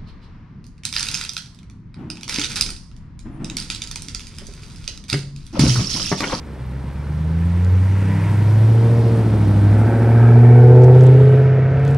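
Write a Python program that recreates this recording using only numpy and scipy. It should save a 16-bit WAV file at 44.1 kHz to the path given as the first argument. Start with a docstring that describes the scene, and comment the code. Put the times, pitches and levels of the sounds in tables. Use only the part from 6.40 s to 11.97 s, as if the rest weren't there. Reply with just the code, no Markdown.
"""A deep exhaust drone howls and swells as a V8 saloon pulls out, eases off, passes close by and accelerates away.
The drone is a sum of harmonics locked to the crank; pipe resonances colour its overtones as the revs sweep.
Unequal cylinders excite resonators that lope near idle, burble, growl and bark; double thumps beat alongside.
Filtered noise gives the whirr of the engine bay, gas rasping at the outlets, the hiss of the tyres and ticks of
grit; dull echoes return from house fronts and trees over a faint outdoor rumble."""
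import sys
import numpy as np
from scipy import signal
from scipy.io import wavfile

SR = 44100
rng = np.random.default_rng(int(sys.argv[2]) if len(sys.argv) > 2 else 0)


def transcribe(u):
    """Save the signal u as a 16-bit wav file named by the first command-line argument.

    u: samples, shape (n,) or (channels, n), limited to [-1, 1]; the rate is SR.
    q: integer samples, one column per channel.
    """
    v = np.clip(np.atleast_2d(u).T, -1, 1)
    q = np.round(v * 32767).astype(np.int16)
    wavfile.write(sys.argv[1], SR, q)


N = 245637
TIME = np.arange(N) / SR

# firing rate as heard: time_s, rate_hz (firings per second)
FIRING_RATE = [(0.0, 73.1), (0.22, 62.5), (0.45, 67.26), (1.05, 84.89), (1.5, 95.73), (2.03, 102.89),
               (2.35, 113.34), (2.55, 116.35), (2.78, 113.26), (3.1, 100.94), (3.28, 101.79), (3.5, 111.69),
               (4.1, 120.52), (4.6, 127.39), (5.0, 131.33), (5.2, 130.92), (5.57, 139.32)]
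# cylinders in firing order: strength_above_average (of the blow-down), exhaust_bank (0 or 1)
CYLINDER_BLOWDOWNS = [(0.024, 0), (0.07, 1), (0.022, 1), (-0.011, 0), (-0.065, 1), (0.045, 0), (0.084, 0),
                      (-0.00051, 1)]
# how hard the exhaust pulses push, heard in the overtones: time_s, push_db
EXHAUST_PUSH = [(0, -57.5), (1.05, -39), (1.75, -29), (2.2, -28), (2.45, -22.5), (3.0, -19.5), (3.8, -20),
                (4.4, -13.5), (4.8, -16.5), (5.25, -32), (5.57, -37.5)]
PUSH_REFERENCE_DB = -20
# the drive past at constant speed: time and distance of the closest approach
PASS_S, CLOSEST_M, SPEED_M_PER_S = 2.686, 8.67, 7.33
# the grille faces the listener briefly on the approach; the tailpipes swing into view after the pass
GRILLE_S, GRILLE_WIDTH_S = 1.78, 0.3
TAILPIPES_S, TAILPIPES_TURN_S = 3.24, 0.14
# house fronts throw the sound back as the car leaves
HOUSES_S, HOUSES_WIDTH_S = 5.34, 0.69


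def from_db(db):
    """Amplitude ratio: 20 dB is a factor of ten."""
    return 10 ** (np.asarray(db) / 20)


def rms_one(x):
    """Normalization by the root of the mean power."""
    return x / np.sqrt(np.mean(x ** 2) + 1e-20)


def curve(rows):
    """Linear interpolation of a time curve at every sample."""
    return np.interp(TIME, *np.transpose(rows))


def at_hz(points, hz):
    """Interpolation of a spectrum on a logarithmic frequency axis."""
    at, value = np.transpose(points)
    return np.interp(np.log(hz), np.log(at), value)


def swell(at_s, width_s):
    """Gaussian envelope: a smooth rise to 1 and back."""
    return np.exp(-((TIME - at_s) / width_s) ** 2)


def band(x, hz, kind, order=2):
    """Butterworth filtering: a maximally flat passband."""
    corners = np.clip(hz, 10, 0.45 * SR)
    sos = signal.butter(order, corners, kind, fs=SR, output="sos")
    return signal.sosfilt(sos, x + 1e-18)


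def drift(rate):
    """Low-passed random fluctuation of rms 1, changing about rate times a second."""
    step = 40  # samples between slow values
    r = np.exp(-2 * np.pi * step * rate / SR)
    white = rng.standard_normal(N // step + 2002)
    slow = signal.lfilter([1], [1, -2 * r, r * r], white)[2000:]
    return np.interp(np.arange(N) / step, np.arange(len(slow)), rms_one(slow))


def resonate(x, modes):
    """Modal superposition: damped two-pole resonators driven in parallel."""
    out = 0
    for hz, width, db in modes:
        r = np.exp(-np.pi * width / SR)
        poles = [1, -2 * r * np.cos(2 * np.pi * hz / SR), r * r]
        ringing = signal.lfilter([1, 0, -1], poles, x + 1e-18)
        out = out + from_db(db) * (1 - r * r) / 2 * ringing
    return out


def distance():
    """Geometry of a straight pass: metres from the car to the listener."""
    return np.hypot(CLOSEST_M, SPEED_M_PER_S * (TIME - PASS_S))


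def heard(db, nearness, push=0, tail_db=0, houses_db=0):
    """Spreading loss and directivity: shares of distance and push, with lifts from tailpipes and house fronts."""
    loss_db = 20 * np.log10(distance() / CLOSEST_M)
    facing = 0.5 + 0.5 * np.tanh((TIME - TAILPIPES_S) / TAILPIPES_TURN_S)
    lift_db = tail_db * facing + houses_db * swell(HOUSES_S, HOUSES_WIDTH_S)
    push_db = push * (curve(EXHAUST_PUSH) - PUSH_REFERENCE_DB)
    return from_db(db - nearness * loss_db + push_db + lift_db)


def crank():
    """Phase as the integral of frequency: a running count of firings."""
    return np.cumsum(curve(FIRING_RATE)) / SR - 1 / 3


def from_strongest(fired):
    """Cyclic phase: firings since (+) or until (-) the nearest firing of the strongest cylinder."""
    cycle = len(CYLINDER_BLOWDOWNS)
    strongest = np.argmax(np.array(CYLINDER_BLOWDOWNS)[:, 0])
    return (fired - strongest + cycle / 2) % cycle - cycle / 2


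def pipe_gain(hz):
    """Resonant transmission: the pipe's response to a heard pitch, its peaks sinking with the Doppler shift."""
    # pipe resonances: pitch_hz, width_hz, level_db
    pipe_modes = [(116.9, 14.7, 22), (147.6, 25, 8), (168.4, 19.3, 3.5), (194, 3.6, -2.5),
                  (239.1, 22, -12.5), (296.5, 36, -17.5), (384, 20, -11), (433, 12, -1.5), (457.4, 24, 5),
                  (505.4, 34, 5.5), (588.3, 31, 12.5), (633.3, 24, 10), (741, 63, 13.5), (881, 37, 26)]
    sound_m_per_s = 343
    grid = np.arange(100, 1100)
    power = 0
    for centre, width, db in pipe_modes:
        power = power + (from_db(db) / (1 + (2 * (grid - centre) / width) ** 2)) ** 2
    receding = np.gradient(distance()) * SR
    return np.interp(hz * (1 + receding / sound_m_per_s), grid, np.sqrt(power))


def drone(fired, flutter_db, waver):
    """Harmonic synthesis: tones locked to the crank, coloured by the pipe, with more flutter higher up."""
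    # tone at the firing rate: time_s, level_db
    firing_tone = [(0.0, -33), (0.62, -27), (1.35, -12), (1.78, -18.5), (2.25, -10.5), (2.92, -17),
                   (3.3, -11), (3.43, -13), (3.52, -17), (3.83, -8), (4.1, -5.5), (4.69, -6), (5.35, -16.5),
                   (5.57, -14.5)]
    # overtones: order (multiple of the engine cycle of eight firings)
    orders = [5, 10, 13, 16, 18, 21, 24, 26, 28, 29, 30, 32, 34, 39, 40, 42, 48, 50, 53, 56]
    # for each order: relative_strength_db, house_reflection_db (gain or loss)
    strengths = [(-19.5, 8.5), (-23, 8.5), (-16.5, -14.5), (12, -4.5), (5, -2), (3.5, -20), (14.5, -12),
                 (4, 4), (-10, -17.5), (-4.5, -9.5), (-24.5, -19), (-9.5, 2), (-26.5, 18.5), (-39, 33.5),
                 (-24, 9), (-37.5, 29), (-27, -8.5), (-30, -0.5), (-41.5, -11), (-45.5, -6)]
    # brief howls as the revs pass a resonance: order, centre_s, half_length_s, level_db
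    brief_howls = [(5, 3.1, 0.89, -36), (5, 5.8, 0.67, -30), (6, 4.6, .7, -44), (7, 2.6, .45, -34.5),
                   (7, 4.9, 0.3, -29.5), (9, 2.9, .55, -34), (10, 1.1, 0.3, -35), (10, 2.08, 0.23, -26.5),
                   (10, 4.7, 0.4, -35), (13, 0.85, 0.37, -36), (13, 1.76, .17, -29), (13, 1.8, 0.3, -34),
                   (16, 0.937, 0.22, -28), (16, 4.02, 0.22, -28.5), (17, 3.6, .18, -29.5),
                   (18, 3.45, 0.096, -29), (18, 4.75, 0.1, -34.5), (23, 4.65, 0.5, -32.5),
                   (25, 4.05, .22, -33.5), (25, 2.5, 0.49, -35), (26, 3.55, 0.14, -35),
                   (27, 4.85, 0.21, -34.5), (30, 3.9, .18, -34.5), (31, 4.6, 0.29, -34.5),
                   (40, 1.3, 0.095, -42.5), (40, 2.7, 0.44, -45), (40, 3.55, 0.11, -35),
                   (4, 5.4, 0.32, -39.5), (32, 2.46, .12, -38.5), (32, 2.69, 0.12, -38.5),
                   (32, 4.45, 0.33, -35), (49, 3.88, 0.12, -43.5), (48, 4.25, .12, -42),
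                   (56, 4.4, .17, -41.5)]
    # weak firings as the engine picks up from idle: centre_s, half_length_s, level_change_db
    stumbles = [(0.05, 0.0077, -11), (0.097, .012, -7), (0.185, 0.023, -11), (0.25, 0.016, -4),
                (0.435, .025, -4), (0.528, 0.021, -5), (0.645, .018, -2)]
    rate, push_db = curve(FIRING_RATE), curve(EXHAUST_PUSH)
    reflected = swell(HOUSES_S, HOUSES_WIDTH_S)
    cycle = len(CYLINDER_BLOWDOWNS)

    lines = {cycle: from_db(curve(firing_tone))}
    for order, (db, houses_db) in zip(orders, strengths):
        source = from_db(db + push_db + houses_db * reflected - 4.5)
        lines[order] = source * pipe_gain(order / cycle * rate)
    for order, s, half, db in brief_howls:
        lines[round(order)] = lines.get(round(order), 0) + from_db(db) * swell(s, half)

    out = 0
    for order, gain in lines.items():
        k = order / cycle
        # offsets that grow as a square keep the crests apart
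        phase = k * fired + (k - 1) ** 2 / 8
        phase = phase + waver * (k - 1) * drift(0.8)
        flutter = from_db(flutter_db * k * drift(46.0))
        out = out + np.sqrt(2) * gain * flutter * np.cos(2 * np.pi * phase)

    # at low revs the combustion is lumpy; it evens out as the engine pulls
    lumpy_db = np.interp(rate, [65, 75, 90], [0.8, 0.35, 0.15])
    stumble_db = sum(db * swell(s, half) for s, half, db in stumbles)
    return out * from_db(lumpy_db * drift(30) + stumble_db)


def throb(fired, puff_db, puff_firings):
    """Periodic pulses: close by, each cycle gives a sharp kick, then the strongest thump, with puffs of gas."""
    thump_db, thump_firings = -11.5, 0.25  # peak level and length scale
    kick_db, kick_firings, kick_lead_firings = -13.5, 0.14, 2
    late, early = from_strongest(fired), from_strongest(fired + kick_lead_firings)
    u, v = late / thump_firings, early / kick_firings
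    thump = from_db(thump_db) * (1 - 2 * u ** 2) * np.exp(-u ** 2)
    kick = from_db(kick_db) * np.sqrt(2 * np.e) * v * np.exp(-v ** 2)
    gate = np.exp(-(late / puff_firings) ** 2) + np.exp(-(early / puff_firings) ** 2)
    gas = band(gate * rng.standard_normal(N), [280, 720], "band")
    alongside = swell(3, 0.91)
    return alongside * (thump + kick + from_db(puff_db) * rms_one(gas))


def chuffs(fired, ring_hz, decay_s):
    """Damped free vibration: at low revs one hard chuff per cycle sets the silencer ringing."""
    age_firings = from_strongest(fired + 1) % len(CYLINDER_BLOWDOWNS)
    age = age_firings / curve(FIRING_RATE)
    ring = np.exp(-age / decay_s) * np.sin(2 * np.pi * ring_hz * age)
    return from_db(-20.0) * swell(0.57, 0.31) * ring


def blowdowns(fired, common, scatter, bank_lag_s, lead):
    """Impulsive excitation: one click per firing, uneven between cylinders, later from the bank's longer pipe."""
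    count = np.floor(fired + lead).astype(int)
    at = np.flatnonzero(np.diff(count)) + 1
    surplus, bank = np.array(CYLINDER_BLOWDOWNS)[count[at] % len(CYLINDER_BLOWDOWNS)].T
    chance = rng.standard_normal(N)[:len(at)]
    lag = (np.round(bank) * bank_lag_s * SR).astype(int)
    clicks = np.zeros(N)
    clicks[np.clip(at + lag, 0, N - 1)] = common + surplus + scatter * chance
    return clicks


def pipe_bounces(clicks, trip_s, keep, count=4):
    """Open-end reflection: each pulse runs up and down the pipe, inverted and weakened every trip."""
    return sum((-keep) ** k * np.interp(TIME - k * trip_s, TIME, clicks, left=0) for k in range(count))


def burble(fired, scatter):
    """Subharmonic excitation: unequal pulses leave the pipe directly and boom in the silencer."""
    # silencer resonances: pitch_hz, width_hz, level_db
    boom_modes = [(69, 57, 11.5), (123, 70, 3), (154, 19, -11.5)]
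    pulses = blowdowns(fired, common=0, scatter=scatter, bank_lag_s=0, lead=0.15)
    boom = resonate(pulses, boom_modes) + 0.74 * pulses
    boom = band(band(boom, 60.6, "high", order=6), 293, "low", order=3)
    return heard(-29.5, nearness=0.48, push=0.13, tail_db=1.0, houses_db=8.5) * rms_one(boom)


def growl(fired, scatter):
    """Forced resonance: bouncing unequal pulses ring the exhaust, with a lope near idle."""
    # exhaust resonances: pitch_hz, width_hz, level_db
    low_modes = [(230, 130, 6), (268, 34, -21.5), (440, 890, 4.5), (476, 13, -3)]
    pulses = blowdowns(fired, common=0, scatter=scatter, bank_lag_s=0.00048, lead=0.19)
    ringing = resonate(pipe_bounces(pulses, trip_s=0.01005, keep=0.18), low_modes)
    ringing = band(ringing, [190, 550], "band", order=3)
    # near idle each cylinder's chuff stands out
    lope = from_db(9.1 * swell(0.08, 0.28))
    return heard(-39.0, nearness=0.99, push=0.13, tail_db=13.5, houses_db=5.5) * lope * rms_one(ringing)


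def bark(fired, scatter):
    """Forced resonance and screening: hard pulses ring the exhaust, dulled as the car leaves behind the hedge."""
    # exhaust resonances: pitch_hz, width_hz, level_db
    high_modes = [(647, 11, -2), (691, 73, 3), (810, 56, 5), (836, 67, -8.5)]
    pulses = blowdowns(fired, common=0.042, scatter=2 * scatter, bank_lag_s=0.00088, lead=0.15)
    ringing = resonate(pipe_bounces(pulses, trip_s=0.00489, keep=0.43), high_modes)
    ringing = band(ringing, [520, 1000], "band", order=3)
    dulled = from_db(-4.0) * rms_one(band(ringing, 510, "low", order=3))
    screened = np.interp(TIME, [4.55, 5.0], [0, 1])
    mixed = (1 - screened) * rms_one(ringing) + screened * dulled
    return heard(-44.5, nearness=1.14, push=1.0, tail_db=13.5, houses_db=4.0) * mixed


def gas_flow(fired, depth, surge):
    """Amplitude modulation: the jet swells at every firing, most at the strongest cylinders."""
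    cylinder = np.round(fired).astype(int) % len(CYLINDER_BLOWDOWNS)
    surplus = np.array(CYLINDER_BLOWDOWNS)[cylinder, 0]
    puff = np.cos(np.pi * fired) ** 4
    return rms_one(1 + puff * (depth + surge * surplus))


def rasp(fired, jet_db):
    """Jet turbulence and resonance: sharp pulse edges and pulsed noise ring the tailpipe tips."""
    # resonances of the tips: pitch_hz, width_hz, level_db
    tip_modes = [(1344, 130, 1.5), (1518, 100, 2), (1710, 300, -6), (2200, 190, -13)]
    edges = rms_one(blowdowns(fired, common=0.54, scatter=1.0, bank_lag_s=0.00065, lead=0.1553))
    jet = from_db(jet_db) * gas_flow(fired, depth=0.3, surge=5.1) * rng.standard_normal(N)
    return rms_one(band(resonate(edges + jet, tip_modes), [1100, 2600], "band", order=3))


def tip_rings(fired, width_hz):
    """Narrow-band noise: rough tones that follow the revs and pulse with the gas flow."""
    # a high overtone meets a resonance of the tips: centre_s, half_length_s, firing_rate_multiple, level_db
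    rings = [(3.52, .09, 13.7, -40.5), (3.796, 0.21, 13.7, -37.5), (3.871, 0.11, 11.25, -36.5),
             (3.847, 0.22, 19.5, -47), (4.078, .12, 15.2, -43), (4.116, 0.099, 18.6, -44.5),
             (4.199, 0.11, 12.5, -41.5)]
    out = 0
    for s, half, multiple, db in rings:
        a, b = rms_one(band(rng.standard_normal((2, N)), width_hz, "low"))
        phase = 2 * np.pi * multiple * fired
        out = out + from_db(db) * swell(s, half) * (a * np.cos(phase) + b * np.sin(phase))
    return out * gas_flow(fired, depth=1.1, surge=1.6)


def engine_bay():
    """Cavity resonance: fan, belts and intake air whirr under the bonnet, strongest through the grille."""
    # resonances of the engine bay: pitch_hz, width_hz, level_db
    bay_modes = [(961, 85, 12.5), (1440, 1600, 0.5), (1780, 460, 0.5), (2000, 660, -15)]
    whirr = resonate(rng.standard_normal(N), bay_modes)
    whirr = rms_one(band(whirr, [800, 2700], "band", order=3))
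    grille = from_db(8.8 * swell(GRILLE_S, GRILLE_WIDTH_S))
    hiss = rms_one(band(rng.standard_normal(N), [4500, 7500], "band"))
    intake_hiss = from_db(-58.0) * swell(GRILLE_S, 0.82) * hiss
    # the intake draws harder as the throttle first opens
    draw = from_db(3.0 * swell(1.2, 0.29))
    return heard(-43.5, nearness=0.99, tail_db=2.0, houses_db=8.0) * draw * grille * whirr + intake_hiss


def noise(spectrum, patchy_db):
    """Band synthesis: about third-octave bands of partly correlated stereo noise, each flickering; rms 1."""
    # left-right correlation: pitch_hz, correlation (-1 to 1)
    likeness = [(50, 0.77), (150, 0.88), (1000, 0.66), (2200, 1), (4000, 0.82), (6500, 1), (8800, 0.11),
                (10500, 1)]
    low, high = spectrum[0][0], spectrum[-1][0]
    edges = np.geomspace(low, high, int(3 * np.log2(high / low)) + 2)
    white, out = rng.standard_normal((2, 2, N)), 0
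    for k, pair in enumerate(zip(edges, edges[1:])):
        mid, side = band(white[k % 2], pair, "band")
        hz = np.sqrt(np.prod(pair))
        alike = np.clip(at_hz(likeness, hz), -1, 1)
        gain = from_db(at_hz(spectrum, hz) + patchy_db * drift(40))
        stereo = np.sqrt(1 + alike) * mid + np.sqrt(1 - alike) * side * [[1], [-1]]
        out = out + gain * stereo
    return rms_one(out)


def tyres():
    """Broadband rolling noise: roar and sizzle of the tread, softer behind a hedge, with a crunch on grit."""
    # noise spectra of tread roar, crunch and sizzle: pitch_hz, level_db (per hertz, before scaling to rms 1)
    roar_spectrum = [(45, 8.5), (100, 25), (250, 23.5), (450, 18.5), (700, 17), (1200, 8.5), (2000, -12),
                     (3000, -2.5), (5000, -6.5), (7000, -15), (9000, -23.5)]
    crunch_spectrum = [(2500, 3.5), (3500, 0.5), (5000, -17), (7000, -15.5), (9000, -9), (12000, -8)]
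    sizzle_spectrum = [(5500, -11.5), (7000, -5), (8800, 8), (11400, 4.5), (12200, -21.5), (15000, -32)]
    # gritty stretches of road: centre_s, half_length_s, level_db
    gritty_stretches = [(4.613, 0.097, -48), (4.848, 0.22, -50.5), (5.485, 0.041, -47.5)]
    gritty = sum(from_db(db) * swell(s, half) for s, half, db in gritty_stretches)
    hedge = swell(5.23, 0.19)

    roar_gain = heard(-28.5, nearness=0.72, push=0.019, tail_db=-0.5, houses_db=1.0) * from_db(-3 * hedge)
    roar = roar_gain * noise(roar_spectrum, patchy_db=1.0)
    # the tread's hum beams sideways and is weaker while the car still faces the listener
    roar = roar - np.interp(TIME, [1.7, 2.3], [0.5, 0]) * band(roar, [540, 850], "band", order=1)

    approach = from_db(2.4 * swell(GRILLE_S, 0.45))
    sizzle_gain = heard(-50, nearness=1.39, tail_db=2.0, houses_db=-1.0) * approach * from_db(-8 * hedge)
    sizzle = sizzle_gain * noise(sizzle_spectrum, patchy_db=1.5)
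    # the roar is quieter at first
    early = from_db(np.interp(TIME, [0.6, 1.9], [-3.5, 0]))
    return early * roar + sizzle + gritty * noise(crunch_spectrum, patchy_db=2.5)


def grit(decay_s, spread):
    """Transient radiation: stones snap as very short decaying noise bursts, each around its own pitch."""
    # single stones under a tyre: start_s, relative_peak_db, pitch_hz
    stones = [(1.247, -32.5, 5660), (4.420, -37, 3350), (4.436, -30, 5000), (4.444, -27, 5000),
              (4.549, -34.5, 3480), (4.582, -47, 7000), (4.609, -31, 3750), (4.618, -39, 4330),
              (4.637, -32, 7070), (4.667, -28, 7500), (5.397, -43, 6500), (5.451, -32.5, 6540),
              (5.479, -30.5, 4400), (5.487, -40, 4800), (5.505, -37, 6000), (5.512, -35, 7030),
              (5.523, -38, 7500), (5.533, -40, 7500), (5.547, -31.5, 6000)]
    out = np.zeros((2, N + SR))
    age = np.arange(SR // 50) / SR
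    for s, db, hz in stones:
        # mostly common to both sides
        burst = rng.standard_normal(len(age)) + 0.17 * rng.standard_normal((2, len(age)))
        snap = band(burst * np.exp(-age / decay_s), [hz / (1 + spread), hz * (1 + spread)], "band")
        i = round(s * SR)
        out[:, i:i + len(age)] += from_db(db) * snap / np.abs(snap).max()
    return out[:, :N]


def roadside(x):
    """Discrete reflections: a few dull echoes, with different delays on each side."""
    # house fronts and trees: left_delay_s, right_delay_s, level_db
    reflections = [(.031, 0.031, -6), (0.074, 0.062, -18), (.127, .139, -32.5)]
    dull = band(x, 1500, "low")
    out = 0
    for *lags, db in reflections:
        sides = [np.interp(TIME - lag, TIME, dull, left=0) for lag in lags]
        out = out + from_db(db) * np.array(sides)
    return out


def air():
    """Low-frequency noise: a faint steady outdoor rumble, swelling as the car's wake reaches the listener."""
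    rumble = rms_one(band(rng.standard_normal(N), [38, 55], "band", order=4))
    return (from_db(-48.0) + from_db(-41.0) * swell(3.7, 0.4)) * rumble


def scene():
    """Superposition of exhaust, engine bay, tyres, echoes and outdoor air."""
    fired = crank()
    beats = throb(fired, puff_db=-40.0, puff_firings=0.35) + chuffs(fired, ring_hz=143.6, decay_s=0.016)
    tone = drone(fired, flutter_db=0.15, waver=0.004) + beats
    scatter = 0.03  # chance in each blow-down
    uneven = burble(fired, scatter) + growl(fired, scatter) + bark(fired, scatter)
    outlets = heard(-46.0, nearness=1.0, push=0.042, tail_db=10.5, houses_db=5) * rasp(fired, jet_db=13.0)
    bay = engine_bay() * gas_flow(fired, depth=0.42, surge=5.1)
    rough = uneven + outlets + bay
    exhaust = tone + rough + roadside(rough) + tip_rings(fired, width_hz=60)
    road = tyres() + from_db(2.0) * grit(decay_s=0.001, spread=0.66)
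    return exhaust + road + air()


def record(dry):
    """Linear filtering and saturation: left a touch later and softer, a treble notch, rounded peaks, the top cut."""
    x = np.array([np.append(0, dry[0, :-1]), dry[1]]) * from_db([[-0.15], [0.15]])
    x = signal.lfilter(*signal.iirnotch(10300, 6, fs=SR), x)
    rounded = x / (1 + x ** 16) ** (1 / 16)
    cutoff_hz = 14000
    return signal.sosfilt(signal.cheby2(12, 70, cutoff_hz, fs=SR, output="sos"), rounded)


dry = scene()
out = record(dry)
transcribe(out)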